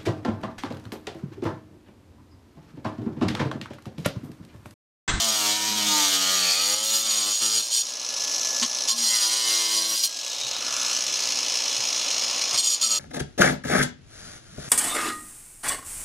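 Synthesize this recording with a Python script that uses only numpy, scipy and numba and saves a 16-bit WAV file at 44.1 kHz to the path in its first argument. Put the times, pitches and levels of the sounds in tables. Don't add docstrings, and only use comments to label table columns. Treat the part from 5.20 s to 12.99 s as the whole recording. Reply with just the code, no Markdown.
import sys
import numpy as np
from scipy import signal
from scipy.fft import rfft, irfft, next_fast_len
from scipy.io import wavfile
from scipy.ndimage import uniform_filter1d, map_coordinates
from numba import njit

SR = 44100
rng = np.random.default_rng(int(sys.argv[2]) if len(sys.argv) > 2 else 0)


def wav_record(signal):
    frames = np.transpose(np.atleast_2d(signal))
    bounded = np.clip(frames, -1, 1)
    quanta = np.round(bounded * 32767).astype(np.int16)
    wavfile.write(sys.argv[1], SR, quanta)


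N = 343539
FREE_HZ = 120.2


def amp(db):
    return 10 ** (np.asarray(db) / 20)


def unit(x):
    return x / np.sqrt(np.mean(x ** 2) + 1e-20)


def curves(rows):
    times, *columns = np.transpose(rows)
    return [np.interp(np.arange(N) / SR, times, column) for column in columns]


def wobble(rate):
    at = np.arange(N) * rate / SR
    knots = rng.standard_normal(int(at[-1]) + 2)
    return unit(np.interp(at, np.arange(len(knots)), knots))


def swell(start, end):
    progress = np.clip((np.arange(N) / SR - start) / (end - start), 0, 1)
    return np.sqrt(np.abs(np.sin(np.pi * progress)))


def blend(a, b, share):
    share = np.clip(share, 0, 1)
    return np.sqrt(1 - share) * a + np.sqrt(share) * b


def filtered(x, response):
    size = next_fast_len(N + SR // 4)
    return irfft(rfft(x, size) * response(np.fft.rfftfreq(size, 1 / SR)), size)[:N]


def coloured(x, points):
    f, db = np.transpose(points)
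    return unit(filtered(x, lambda hz: amp(np.interp(np.log(hz + 1), np.log(f), db, left=-70))))


def by_lean(x, table, lean):
    rows = np.array(table)
    return (1 - lean) * coloured(x, rows[:, [0, 1]]) + lean * coloured(x, rows[:, [0, 2]])


def resonant(x, modes):
    def response(f):
        body = sum(amp(db) * 1j * f * width / (hz * hz - f * f + 1j * f * width)
                   for hz, width, db in modes)
        body = body / (1 + (2400 / (f + 1)) ** 6) / (1 + (f / 14000) ** 4)
        return body / np.sqrt(np.mean(np.abs(body) ** 2))
    return filtered(x, response)


def disc_speed(spin_up_s=0.135):
    # t/s, turning rate/Hz
    cuts = [
        [(0, 114), (0.06, 112.2), (0.24, 103.4), (0.42, 106.6), (0.51, 106.5), (0.69, 103), (0.96, 95.9),
         (1.14, 94), (1.23, 89.4), (1.32, 89.6), (1.41, 98.3), (1.67, 110.2), (1.86, 111.6), (2.04, 104.2),
         (2.13, 105.7), (2.22, 112.6), (2.33, 111.5), (2.62, 115.7)],
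        [(3.68, 120.1), (3.86, 116.5), (3.94, 114), (4.04, 109), (4.16, 111.4), (4.44, 109.8), (4.64, 110.6),
         (4.74, 109.8), (4.87, 113)],
        [(7.32, 120.1), (7.5, 118.5), (7.62, 118.8), (7.79, 116.1)],
    ]
    t, speed = np.arange(N) / SR, np.full(N, FREE_HZ)
    for cut in cuts:
        start, end = cut[0][0], cut[-1][0]
        sag = (FREE_HZ - curves(cut)[0]) * np.exp(-np.maximum(t - end, 0) / spin_up_s)
        speed = np.where(t >= start, FREE_HZ - sag, speed)
    return speed


def bites(release_s=0.017, tremor_db=1.27):
    # t/s, length/s, attack/s, force/dB, grit re force/dB, drumming re force/dB
    contacts = [ (0.0, 1.545, 0.00038, -12.5, -8.5, -13), (1.512, 0.58, 0.02, -16.5, -14, -14.5),
                (2.1, 0.6, 0.02, -16.5, -18, -29), (1.621, 0.1, 0.013, -14.5, -6, -16.5),
                (1.717, 0.1, 0.02, -14, -2, -15.5), (1.818, 0.3, 0.12, -14, -11, -18),
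                (2.201, 0.18, 0.022, -9, -23, -17), (2.265, 0.14, 0.054, -5, -28, -22),
                (2.408, 0.06, 0.018, -8.5, -22, -32), (2.493, 0.12, 0.048, -2, -19, -40),
                (3.419, 0.015, 0.011, -15.5, -27, 2.5), (3.68, 0.041, 0.0018, -10.5, -23, -16),
                (3.745, 1.006, 0.04, -11.5, -17, -16), (4.66, 0.15, 0.09, -9, -14, -29),
                (4.819, 0.029, 0.03, -0.5, -1, -29.5), (7.319, 0.03, 0.03, -25, -23, 2),
                (7.367, 0.035, 0.017, -14.5, -26, -15), (7.384, 0.16, 0.13, -13.5, -26, -17),
                (7.607, 0.066, 0.008, -14.5, -25, -12), (7.672, 0.1, 0.04, -14, -25, -10.5)]
    t, gains = np.arange(N) / SR, np.zeros((3, N))
    for start, length, attack, force_db, grit_db, drum_db in contacts:
        end = start + length
        near = slice(*np.searchsorted(t, [start, end + .5]))
        rise = np.minimum((t[near] - start) / attack, 1)
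        fall = np.exp(-np.maximum(t[near] - end, 0) / release_s)
        levels = amp([force_db, force_db + grit_db, force_db + drum_db])
        gains[:, near] = np.maximum(gains[:, near], np.outer(levels, rise * fall))
    return gains * amp(tremor_db * wobble(22))


def rim(turns, memory, alike, segments=9, points=45):
    fresh = rng.standard_normal((int(turns[-1]) + 40, segments * points))
    worn = signal.lfilter([1], [1, -memory], fresh, axis=0)[20:]
    profile = signal.lfilter([1], [1, -alike], worn.reshape(-1, points), axis=0).ravel()
    return unit(map_coordinates(profile, [turns * segments * points], order=3))


def shriek(turns, drive, lean, load, damping=0.64, bright_hz=9300, touch_brightness=0.56):
    # f/Hz, width before the damping factor/Hz, level held straight/dB, level leaning/dB
    disc_modes = [(3220, 200, -13, -9), (3580, 100, -8, -16), (4205, 90, -10, -1), (4430, 130, -5, -11),
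                  (4880, 150, -5, 0), (5700, 100, -2, 2), (6743, 70, 4, -2), (7340, 140, -9, -13),
                  (8468, 70, -6, -3), (8868, 65, -5, -4), (10070, 120, -16, -6), (11340, 70, -13, -13),
                  (11880, 120, -23, -14), (13420, 65, -19, -22), (13750, 65, -27, -15),
                  (14800, 60, -25, -22), (15560, 70, -23, -24)]
    modes = np.array(disc_modes) * [1, damping, 1, 1]
    straight_drive = drive * np.sqrt(1 - lean) * rim(turns, memory=0.28, alike=0.0087)
    leaning_drive = drive * np.sqrt(lean) * rim(turns, memory=0.25, alike=0.037)
    disc = resonant(straight_drive, modes[:, [0, 1, 2]]) + resonant(leaning_drive, modes[:, [0, 1, 3]])
    lasting = [(hz, 11, db) for hz, _, db, _ in disc_modes if 8000 < hz < 9500]
    disc += amp(-22) * resonant(drive * rng.standard_normal(N), lasting)
    dull = filtered(disc, lambda hz: 1 / (1 + (hz / bright_hz) ** 20))
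    return dull + (disc - dull) * (touch_brightness + (1 - touch_brightness) * load)


def scrape(turns, press):
    # f/Hz, level/dB
    spectrum = [(900, -19), (1800, -5.5), (2500, -4.5), (3100, 8), (4000, 5.5), (4600, 6), (5400, 2.5),
                (5900, 5.5), (6700, 5.5), (7100, 0.5), (8800, -1), (9400, -103), (15800, -48)]
    return coloured(press * rim(turns, memory=0.81, alike=0.1), spectrum)


def chips(turns, press, grit):
    # start/s, end/s, level/dB
    sprays = [(0.13, 0.273, -31), (4.662, 4.827, -18)]
    # f/Hz, level/dB
    spectrum = [(6000, -26), (8500, 2), (9900, 2), (10600, 3), (11800, 10), (13000, 2), (14300, 2),
                (15700, 0.5)]
    flow = grit + sum(amp(db) * swell(start, end) for start, end, db in sprays)
    return flow * coloured(press * rim(turns, memory=0.42, alike=0.22), spectrum)


def drumming(turns, waver_db, count):
    uneven = turns + 0.0022 * wobble(70)
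    harmonics = np.zeros(N)
    for k in range(1, count + 1):
        level = amp(waver_db * (wobble(2.44) + 0.41 * wobble(11)))
        harmonics += level * np.sin(2 * np.pi * (k * uneven + rng.random()) + 0.12 * wobble(14))
    return unit(harmonics)


def slate_drum(turns, press, lean):
    # f/Hz, level held straight/dB, level leaning/dB
    spectrum = [(257, 1, -23), (405, -4, -14.5), (572, -1, 6.5), (726, -1.5, -3), (930, -4.5, 3.5),
                (1030, -3.5, 4.5), (1244, 3, 2), (1620, -6, -7.5), (2030, -7.5, 4), (2260, -2, 2.5),
                (3160, -2, -45), (5000, -26, -30)]
    beats = drumming(turns, waver_db=4.0, count=24)
    rubbing = press * rim(turns, memory=0.77, alike=0.05)
    return by_lean(blend(beats, rubbing, 0.5), spectrum, lean)


def roof_thrum(turns, lean):
    # f/Hz, level held straight/dB, level leaning/dB
    spectrum = [(50, -41, -30), (107, -8.5, -7.5), (210, -0.5, 0.5), (324, -3.5, 12.5), (426, -11, -28),
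                (556, -26, -26)]
    beats = drumming(turns, waver_db=2.1, count=4)
    return by_lean(blend(beats, rng.standard_normal(N), 0.35), spectrum, lean)


def cutting(turns, sag_hz, full_load_hz=10.9, touch_shake=0.18, buried_drum_db=4.5):
    # t/s, free ringing/0-1, sideways lean/0-1, pressure/dB
    grip = [(0, 0.65, 0.12, -0.5), (0.2, 0.54, 0.06, -1.5), (0.48, 0, 0.2, -5), (0.66, 0.2, 0.28, -4),
            (0.77, 0.33, 0.13, 5), (1.1, 0.23, 0, 3.5), (1.5, 0.87, 0.33, 6), (2.0, 0.85, 0, 4),
            (2.6, 1, 0.12, -7), (3.43, 0.34, 0.5, 2), (3.7, 0.97, 0.46, 0), (3.78, 0.99, 0.65, -1.5),
            (3.96, 0.94, 0.73, 3.5), (4.15, 0.64, 0.92, 0.5), (4.4, 0.72, 1, 3), (4.78, 0.92, 0.95, -3),
            (7.4, 1, 0, 7)]
    force, grit, knock = bites()
    ringing, lean, pressure_db = curves(grip)
    ringing, lean = np.clip([ringing, lean], 0, 1)
    depth = 1 - ringing
    friction = force * amp(pressure_db)
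    load = np.tanh(2 * sag_hz / full_load_hz)
    untrue_db = (-0.9 + 3.5 * ringing) * np.cos(2 * np.pi * turns)
    press = unit(amp(untrue_db + 0.46 * wobble(45) + wobble(900)))
    disc = shriek(turns, amp(-1.6) * friction * np.sqrt(ringing) * press, lean, load)
    slot = amp(0.6) * friction * np.sqrt(depth) * scrape(turns, press)
    debris = amp(-3) * np.sqrt(1 - 0.94 * ringing) * chips(turns, press, grit * amp(pressure_db))
    shake = knock * (touch_shake + np.tanh(sag_hz / full_load_hz))
    slate = shake * amp(0.91 * pressure_db + buried_drum_db * depth) * slate_drum(turns, press, lean)
    roof = amp(-11.5) * knock * (touch_shake + load) * roof_thrum(turns, lean)
    return disc + slot + debris + slate + roof


def squeals(turns):
    # start/s, end/s, multiple of the turning rate, level/dB
    locks = [(0.0, 0.17, 2, -35), (0.135, 0.69, 9, -31), (0.403, 0.88, 2, -32.5), (0.69, 0.894, 9, -22),
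             (0.85, 1.36, 2, -33), (1.5, 2.15, 2, -40), (1.37, 1.46, 13, -28), (3.417, 3.459, 2, -32),
             (3.42, 3.459, 9, -33), (3.69, 3.758, 9, -34), (3.704, 3.92, 2, -39), (3.897, 3.983, 18, -28),
             (4.05, 4.72, 4, -43), (4.1, 4.68, 19, -37), (7.63, 7.79, 2, -38), (7.629, 7.675, 11, -26),
             (7.696, 7.784, 11, -27)]
    tones = np.zeros(N)
    for start, end, multiple, db in locks:
        flutter = amp(0.92 * wobble(50))
        phase = 2 * np.pi * round(multiple) * turns + 0.32 * wobble(60)
        tones += amp(db) * swell(start, end) * unit(flutter * np.sin(phase))
    return tones


def backlash(turns, skip_db, scatter_db, fade_s, bed):
    index = np.arange(1, int(turns[-1]))
    jitter, slip, scatter = rng.standard_normal((len(index), 3)).T
    onsets = np.interp(index + 0.13 * jitter, turns, np.arange(N)).astype(int)
    strong = (index + np.cumsum(slip > 1.3)) % 2
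    knocks = np.bincount(onsets, amp(skip_db * strong + scatter_db * scatter), N)
    t = np.arange(SR // 25) / SR
    burst = np.exp(-t / fade_s) * (1 - np.exp(-t / 0.0015))
    return unit(bed + unit(signal.fftconvolve(knocks, burst)[:N].clip(0)))


def teeth(knocks):
    return knocks * amp(0.66 * wobble(1100)) * rng.standard_normal(N)


def gear_rattle(knocks, away):
    # f/Hz, level/dB
    on_axis = [(2500, -7), (4600, -10), (5150, 1.5), (6100, 6), (6800, 0.5), (7150, -4.5), (7800, -3),
               (9200, -26), (10100, -6), (11100, -28), (11850, -12), (12700, -39), (15700, -50)]
    # f/Hz, level/dB
    off_axis = [(2500, -54), (4100, -6.5), (4600, -5), (4950, -0.5), (5150, 6), (5450, 0.5), (5680, 5),
                (6100, 0), (6680, 2.5), (7150, -17.5), (8400, -10.5), (9200, -15.5), (12700, -26.5),
                (15700, -37)]
    return blend(coloured(teeth(knocks), on_axis), coloured(teeth(knocks), off_axis), away)


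def casing_buzz(knocks):
    # f/Hz, level/dB
    spectrum = [(1200, -21), (2000, -3), (2400, 2), (3000, 6), (3300, 1), (3750, 3), (4150, 8.5),
                (4450, 3.5), (4800, -3), (6500, -27)]
    return coloured(blend(teeth(knocks), rng.standard_normal(N), 0.21), spectrum)


def fan_air(knocks):
    # f/Hz, level/dB
    spectrum = [(25, -31), (70, -18), (125, -13), (180, -14), (260, -2), (380, -7.5), (560, 3), (780, -1),
                (980, 1), (1350, -1), (1600, -9), (2200, -23), (4000, -29)]
    return coloured(blend(teeth(knocks), rng.standard_normal(N), 0.82), spectrum)


def motor_whine(turns, away, gear_ratio=3.562):
    # multiple of the shaft rate, level facing the microphone/dB, level turned away/dB
    tones = [(4, -37.5, -50), (8, -46.5, -39), (12, -52, -32.5), (16, -62, -35)]
    shaft = 2 * np.pi * gear_ratio * turns + 0.038 * wobble(68)
    return sum(amp(front + (back - front) * away + 1.7 * wobble(25)) * np.sin(k * shaft)
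               for k, front, back in tones)


def running(turns, facing_echo=0.4):
    # t/s, gearbox turned away/0-1, roof echo delay/ms,
    # level as the arm hides or bares the gearbox/dB
    pose = [(2.75, 0.5, 0.2, -1), (3.35, 0.16, 0.17, -0.5), (3.55, 0.22, 0.2, -2), (4.9, 0.4, 0.24, 3),
            (5.38, 0.72, 0.27, -4), (5.58, 0.45, 0.83, -1), (6.0, 0.73, 0.445, 0), (7.3, 1, 0.2, -1)]
    away, echo_ms, bared_db = curves(pose)
    vent_db = 3.5 * away
    knocks = backlash(turns, skip_db=12.5, scatter_db=1.26, fade_s=0.0048, bed=0.46)
    gears = amp(-23.5 + bared_db) * gear_rattle(knocks, away)
    casing = amp(-32 + vent_db + 0.32 * bared_db) * casing_buzz(knocks)
    air = amp(-40.5 + vent_db) * fan_air(knocks)
    whine = amp(2 + 1.05 * bared_db) * motor_whine(turns, away)
    direct = gears + casing + air + whine
    echo = map_coordinates(direct, [np.arange(N) - echo_ms * SR / 1000], order=3)
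    echo_share = facing_echo * (1 - away)
    return (direct + echo_share * echo) / np.sqrt(1 + echo_share ** 2)


def whistles(turns):
    # start/s, end/s, f/Hz, width/Hz, level/dB, chattering share/0-1
    bands = [(0.877, 1.128, 2980, 260, -16.5, 0), (1.118, 1.587, 4490, 380, -12, 0.1),
             (1.156, 1.463, 2480, 450, -18.5, 0.02), (4.98, 5.42, 3780, 220, -29.5, 1),
             (5.321, 5.84, 1330, 350, -39.5, 0.3)]
    chatter = backlash(turns, skip_db=15, scatter_db=6, fade_s=0.006, bed=0.2)
    sound = np.zeros(N)
    for start, end, hz, width, db, share in bands:
        band = unit(filtered(rng.standard_normal(N), lambda f: 1 / (1 + (2 * (f - hz) / width) ** 2)))
        sound += amp(db) * swell(start, end) * band * unit(blend(1, chatter, share))
    return sound


def bumps(thud_hz=127, t60_s=0.21):
    # t/s, level/dB
    knocks = [(1.53, -36), (5.24, -40), (6.58, -40), (7.329, -41.5)]
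    t, hits = np.arange(SR // 4) / SR, np.zeros(N)
    for start, db in knocks:
        hits[int(start * SR)] = amp(db)
    thud = np.sin(2 * np.pi * thud_hz * t) * amp(-60 * t / t60_s) * (1 - np.exp(-t / 0.0074))
    return signal.fftconvolve(hits, thud)[:N]


@njit
def follow(wanted, attack_s, release_s):
    out, state = np.empty_like(wanted), wanted[0]
    for i in range(len(wanted)):
        state += (wanted[i] - state) / (SR * (attack_s if wanted[i] > state else release_s))
        out[i] = state
    return out


def scene():
    speed = disc_speed()
    turns, sag_hz = np.cumsum(speed) / SR, FREE_HZ - speed
    mono = cutting(turns, sag_hz) + amp(3) * squeals(turns) + running(turns) + whistles(turns) + bumps()
    return np.array([mono, mono])


def record(dry):
    threshold_db, slope, top_hz = -23.5, 0.82, 15780
    level_db = 10 * np.log10(np.abs(uniform_filter1d(dry[0] ** 2, size=220)) + 1e-12)
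    duck_db = slope * np.maximum(level_db - threshold_db, 0)
    gain = amp(-follow(duck_db, attack_s=0.009, release_s=0.39))
    return np.array([filtered(gain * channel, lambda hz: hz < top_hz) for channel in dry])


dry = scene()
out = record(dry)
wav_record(out)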